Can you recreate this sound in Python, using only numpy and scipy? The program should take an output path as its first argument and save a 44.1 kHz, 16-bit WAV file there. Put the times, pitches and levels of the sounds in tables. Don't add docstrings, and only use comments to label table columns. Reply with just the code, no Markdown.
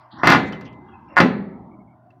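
import sys
import numpy as np
from scipy import signal
from scipy.fft import rfft, irfft
from scipy.io import wavfile
from scipy.ndimage import uniform_filter1d

SR = 44100
rng = np.random.default_rng(int(sys.argv[2]) if len(sys.argv) > 2 else 0)


def output_pcm(signal):
    pcm = np.clip(np.atleast_2d(signal).T, -1, 1) * 32767
    wavfile.write(sys.argv[1], SR, np.round(pcm).astype(np.int16))


N = 97020
T = np.arange(N) / SR
BODY_LOW_HZ, BODY_TOP_HZ = 110, 600
CONTACT_SAMPLES = 600


# start_s, contact_ms, lever_db, door_ajar_db, door_shut_db, shell_db, handle_db, crack_db
BLOWS = [(0.2341, 0.21, 8.5, -12, -35.5, -2, -23.5, -32), (0.2722, 0.048, 1.5, -7, -27, -9, -4, -2),
         (.278, .08, -5, -28, -31.5, -19, -19, -20), (.29, .08, 2.5, -19, -29, -21, -15, -19),
         (.3015, .03, -5.5, -21.5, -27, -21, -13.5, -10.5),
         (0.3095, 0.05, -11, -22.5, -29, -14.5, -24, -17), (0.3228, 0.12, 9, -14, -27, -18, -15, -11.5),
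         (.3375, 0.13, 3, -23, -32, -21.5, -18.5, -35.5), (.348, 0.13, 4, -15, -24.5, -25.5, 2.5, -38),
         (.5231, 0.046, -36, -61.5, -60.5, -33.5, -36, -39),
         (0.6103, 0.052, -45, -76.5, -64, -40.5, -38, -35),
         (.728, 0.047, -64.5, -78.5, -69.5, -58.5, -44.5, -54),
         (1.1615, .05, -28.5, -71, -50.5, -37, -61, -38.5), (1.168, 0.15, 7.5, -25.5, -40, -12, -56, -44.5),
         (1.1735, 0.15, 7.5, -44.5, -42, -20.5, -53, -20),
         (1.179, 0.053, 0.5, -31.5, -26, -22.5, -56, -29.5), (1.186, 0.16, 10, -28, -35, -24, -49, -29.5),
         (1.1916, 0.16, 3.5, -42, -30, -8.5, -60.5, -38.5), (1.2023, 0.053, 0.5, -12, -7.5, -8, -25, -36),
         (1.207, 0.29, -32.5, -21, -12.5, -32, -43, -28), (2.104, 0.038, -58, -89, -80, -67.5, -83, -63.5)]


def door():
    boom, clang = shell()
    rings = (lever(), door_ajar(boom), door_shut(boom), clang, handle(), crack())
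    forces = np.zeros((len(rings), N + CONTACT_SAMPLES))
    for start_s, contact_ms, *rings_db in BLOWS:
        i, pulse = int(start_s * SR), push(contact_ms)
        forces[:, i:i + len(pulse)] += undb(rings_db)[:, None] * pulse
    forces = forces[:, :N] + chatter()
    return sum(conv(force, response) for force, response in zip(forces, rings))


# time_s, level_db
CHATTER = [(.238, -30), (0.253, -21), (.268, -38.5), (0.272, -16), (.30, -21), (.33, -24), (0.358, -21),
           (0.391, -64.5), (.43, -46.5)]
CHATTER_SHARE_DB = (3, -15, -32.5, -4, -6, -11)


def chatter():
    env = undb(np.interp(T, *np.transpose(CHATTER), left=-200, right=-200))
    forces = []
    for share_db in CHATTER_SHARE_DB:
        contacts = rng.choice([-1, 1], N) * clicks(per_s=420) * env
        forces.append(undb(share_db) * conv(contacts, push(contact_ms=0.049)))
    return np.array(forces)


# pitch_hz, level_db, t60_s
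LEVER_MODES = [(864, -7.5, 0.055), (1069, -4.5, 0.062), (1194, -2.5, .1), (1450, 0.5, 0.09),
               (1696, -2.5, 0.041), (1868, -5, 0.07), (2040, 0.5, 0.1), (2692, -9, 0.061),
               (4450, -9, 0.037), (4860, -9.5, .1), (4980, -30, 0.055), (6160, -31.5, 0.028),
               (6750, -19, 0.069), (8040, -22, 0.018), (1280, 3.5, 0.008), (1770, 7.5, 0.02)]


def lever():
    return low_cut(ring(LEVER_MODES) / 4, hz=810)


# pitch_hz, level_db, t60_s
AJAR_DOOR_MODES = [(86, -10.5, 0.73), (135, -14.5, 0.15), (168.2, -4, .45), (224.5, -10.5, 0.68),
                   (248, -5.5, 1), (268, -3, 0.21), (354, -12.5, 0.49), (389, -19.5, 0.57),
                   (538.7, -11, 0.51), (747, -7.5, 0.2)]


def door_ajar(boom):
    return low_cut(ring(AJAR_DOOR_MODES) / 4, BODY_LOW_HZ) + undb(4.5) * boom


# pitch_hz, level_db, t60_s
SHUT_DOOR_MODES = [(140, -14.5, 0.55), (175, -4.5, 0.31), (174.5, -8, 1.), (200, -3, 1), (226.6, -6, 0.63),
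                   (246.5, -4, .6), (263, -8, 0.9), (367, -17.5, .5), (403.6, -15, 0.32), (434, -6, .4),
                   (533.3, 6, 0.29), (615, -8, 0.31), (744, -10.5, .44), (290, 6, 0.15)]


def door_shut(boom):
    return low_cut(ring(SHUT_DOOR_MODES) / 4, BODY_LOW_HZ) + undb(1.5) * boom


# pitch_hz, density_db, t60_s
SHELL_RING = [(50.6, -15.5, 0.44), (128, -14, 1.2), (250, -1, 0.75), (500, -13, 0.83), (1070, -3, 0.37),
              (2080, -9, 0.58), (2480, -9, .4), (3040, -12, 0.35), (4000, -17, 0.47), (4930, -11.5, 0.21),
              (6000, -21.5, .25), (7200, -26.5, 0.36), (9900, -33, 0.062), (13500, -24, 0.29),
              (16000, -39, 0.22)]
EARLY_DB, EARLY_T60_SHARE, SHELL_RISE_S = 7, 0.21, 0.0012


def shell():
    boom_and_clang = np.zeros((2, N))
    for hz in 40 * 2 ** np.arange(0, 8.75, 1 / 3):
        t60_s = curve_at(SHELL_RING, hz, column=2)
        env = fall(t60_s) + undb(EARLY_DB) * fall(t60_s * EARLY_T60_SHARE)
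        gain = undb(curve_at(SHELL_RING, hz, column=1)) * np.sqrt(hz / 1000)
        is_clang = hz > BODY_TOP_HZ
        tones = many_modes(mean_gap_hz=8) if is_clang else rng.standard_normal(N)
        boom_and_clang[int(is_clang)] += unit(band(tones, hz, hz / 6)) * env * gain
    return boom_and_clang * (1 - np.exp(-T / SHELL_RISE_S)) / 4


# pitch_hz, level_db, t60_s
HANDLE_MODES = [(1985, -7, .55), (2051, 1, 1.), (2075, -5, .7), (3440, -18, .45), (3690, -5, .5),
                (3770, -2, .5), (4960, -12, .4), (6842, -8, .36), (6990, -11, .28)]


def handle():
    return ring(HANDLE_MODES) / 20


def crack(decay_ms=2):
    noise = rng.standard_normal(N)
    snap = unit(band(noise, hz=5650, width_hz=2600))
    edge = unit(band(noise, hz=13500, width_hz=2600))
    return (snap + undb(-7.5) * edge) * np.exp(-T * 1000 / decay_ms)


# start_s, end_s, start_db, end_db, centre_hz, width_hz
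SCRAPES = [(0.068, 0.24, -67, -32.5, 1290, 700), (0.106, 0.236, -54, -64, 3830, 1000),
           (0.124, 0.22, -46.5, -40.5, 221, 150), (0.175, 0.237, -62, -68, 5360, 600),
           (1.09, 1.18, -58, -53, 1695, 930), (0, 0.037, -59, -88, 4160, 1200),
           (0.45, 0.492, -60, -59, 5100, 2700), (0.54, 0.546, -38, -61, 3940, 3000),
           (0.643, 0.677, -49, -66, 4260, 2260), (.65, .74, -47, -67.5, 2800, 700),
           (.88, 1.0, -57, -55, 1300, 450), (1.09, 1.16, -55, -47.5, 600, 150)]


def scrapes(fade_s=0.013):
    out = 0
    for start_s, end_s, start_db, end_db, centre_hz, width_hz in SCRAPES:
        gate = np.clip(np.minimum(T - start_s, end_s + fade_s - T) / fade_s, 0, 1)
        grit = unit(band(clicks(per_s=1500), centre_hz, width_hz, order=4))
        out += grit * gate * undb(np.interp(T, [start_s, end_s], [start_db, end_db]))
    return out


# start_s, half_fade_s, pitch_hz, level_db
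SQUEAKS = [(0.149, 0.1, 1030, -43), (.528, .025, 3041, -47), (.88, .035, 2810, -65), (.88, .06, 3255, -68),
           (.915, .1, 2590, -62), (1.083, .06, 2740, -62), (1.075, .06, 2350, -69), (1.08, .05, 5420, -75),
           (1.501, .052, 2176, -62), (1.709, .04, 2220, -64), (1.79, .03, 2186, -67),
           (1.874, .055, 2215, -67), (2.1, .011, 2680, -67)]


def squeaks(attack_s=0.008, rough_db=4):
    out = 0
    for start_s, half_fade_s, pitch_hz, level_db in SQUEAKS:
        env = np.interp(T - start_s, [0, attack_s, half_fade_s, 1.5 * half_fade_s], [0, 1, .5, 0])
        gain = undb(level_db + rough_db * wander(per_s=160))
        tone = unit(band(rng.standard_normal(N), pitch_hz, width_hz=90))
        out += gain * env * tone
    return out


# pitch_hz, density_db
YARD_SPECTRUM = [(30, -18), (70, -2.5), (120, -2.5), (250, -3), (360, -3.5), (480, -26), (640, -6),
                 (900, -4.5), (1200, -11), (1600, -27), (2300, -39), (3200, -44), (6000, -56.5)]
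# time_s, bass_db, low_mid_db, mid_db, upper_db
YARD_FADERS = [(0, -59.5, -53, -52, -39), (0.098, -63.5, -49.5, -49, -46.5),
               (0.749, -42.5, -50.5, -47, -57), (.87, -46.5, -60.5, -49, -44.5),
               (1.08, -47, -68, -48, -46.5), (1.602, -45, -52, -49, -54.5), (1.801, -46.5, -49, -54.5, -59),
               (2., -61, -55, -57, -58.5), (2.073, -58, -45.5, -64, -55), (2.2, -57, -59.5, -63, -56.5)]
YARD_SPLIT_HZ, HUM_HZ, HUM_DB = (520, 760, 1350), 120, -56.5


def yard(swell_db=2.5, flicker_db=2.5):
    times_s, *faders_db = np.transpose(YARD_FADERS)
    murmur = 0
    for hz in 40 * 2 ** np.arange(0, 7.2, 1 / 6):
        db = np.interp(T, times_s, faders_db[np.searchsorted(YARD_SPLIT_HZ, hz)])
        db += curve_at(YARD_SPECTRUM, hz, column=1)
        db += swell_db * wander(per_s=7) + flicker_db * wander(per_s=25)
        noise = unit(band(rng.standard_normal(N), hz, hz / 16))
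        murmur += noise * undb(db) * np.sqrt(hz / 2000)
    hum = undb(HUM_DB + 1.5 * wander(per_s=9.1)) * np.sin(2 * np.pi * HUM_HZ * T)
    return murmur + hum


def push(contact_ms):
    t = T[1:CONTACT_SAMPLES]
    pulse = t * np.exp(-t * 1000 / contact_ms)
    return pulse / pulse.sum()


def clicks(per_s, spread_db=2.5):
    return (rng.random(N) < per_s / SR) * undb(spread_db * rng.exponential(size=N))


def ring(modes):
    return sum(undb(db) * np.sin(2 * np.pi * hz * T) * fall(t60_s) for hz, db, t60_s in modes)


def many_modes(mean_gap_hz):
    bins = N // 2 + 1
    sounding = rng.random(bins) < SR / N / mean_gap_hz
    return irfft(sounding * (rng.standard_normal(bins) + 1j * rng.standard_normal(bins)), N)


def wander(per_s):
    hold = int(SR / per_s)
    steps = np.repeat(rng.standard_normal(N // hold + 1), hold)
    return 1.3 * uniform_filter1d(uniform_filter1d(steps, hold), hold)[:N]


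def band(x, hz, width_hz, order=2):
    f = np.fft.rfftfreq(len(x), 1 / SR)
    return irfft(rfft(x) * np.exp(-np.abs((f - hz) / width_hz) ** order), len(x))


def low_cut(x, hz, order=4):
    return signal.sosfilt(signal.butter(order, hz, "high", fs=SR, output="sos"), x)


def curve_at(table, hz, column):
    rows = np.array(table)
    return np.interp(np.log(hz), np.log(rows[:, 0]), rows[:, column])


def fall(t60_s):
    return np.exp(-np.log(1000) * T / t60_s)


def undb(db):
    return 10 ** (np.asarray(db) / 20)


def unit(x):
    return x / np.sqrt(np.mean(x ** 2))


def conv(x, response):
    return signal.fftconvolve(x, response)[:N]


def scene():
    return (door() + scrapes() + squeaks() + yard())[None]


def record(dry):
    ceiling, knee, top_hz = 1.03, 9, 16300
    thin = low_cut(dry, hz=67, order=2)
    flattened = thin / (1 + np.abs(thin / ceiling) ** knee) ** (1 / knee)
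    hiss = undb(-90) * rng.standard_normal(dry.shape)
    return signal.sosfilt(signal.ellip(10, .2, 70, top_hz, fs=SR, output="sos"), flattened + hiss)


dry = scene()
out = record(dry)
output_pcm(out)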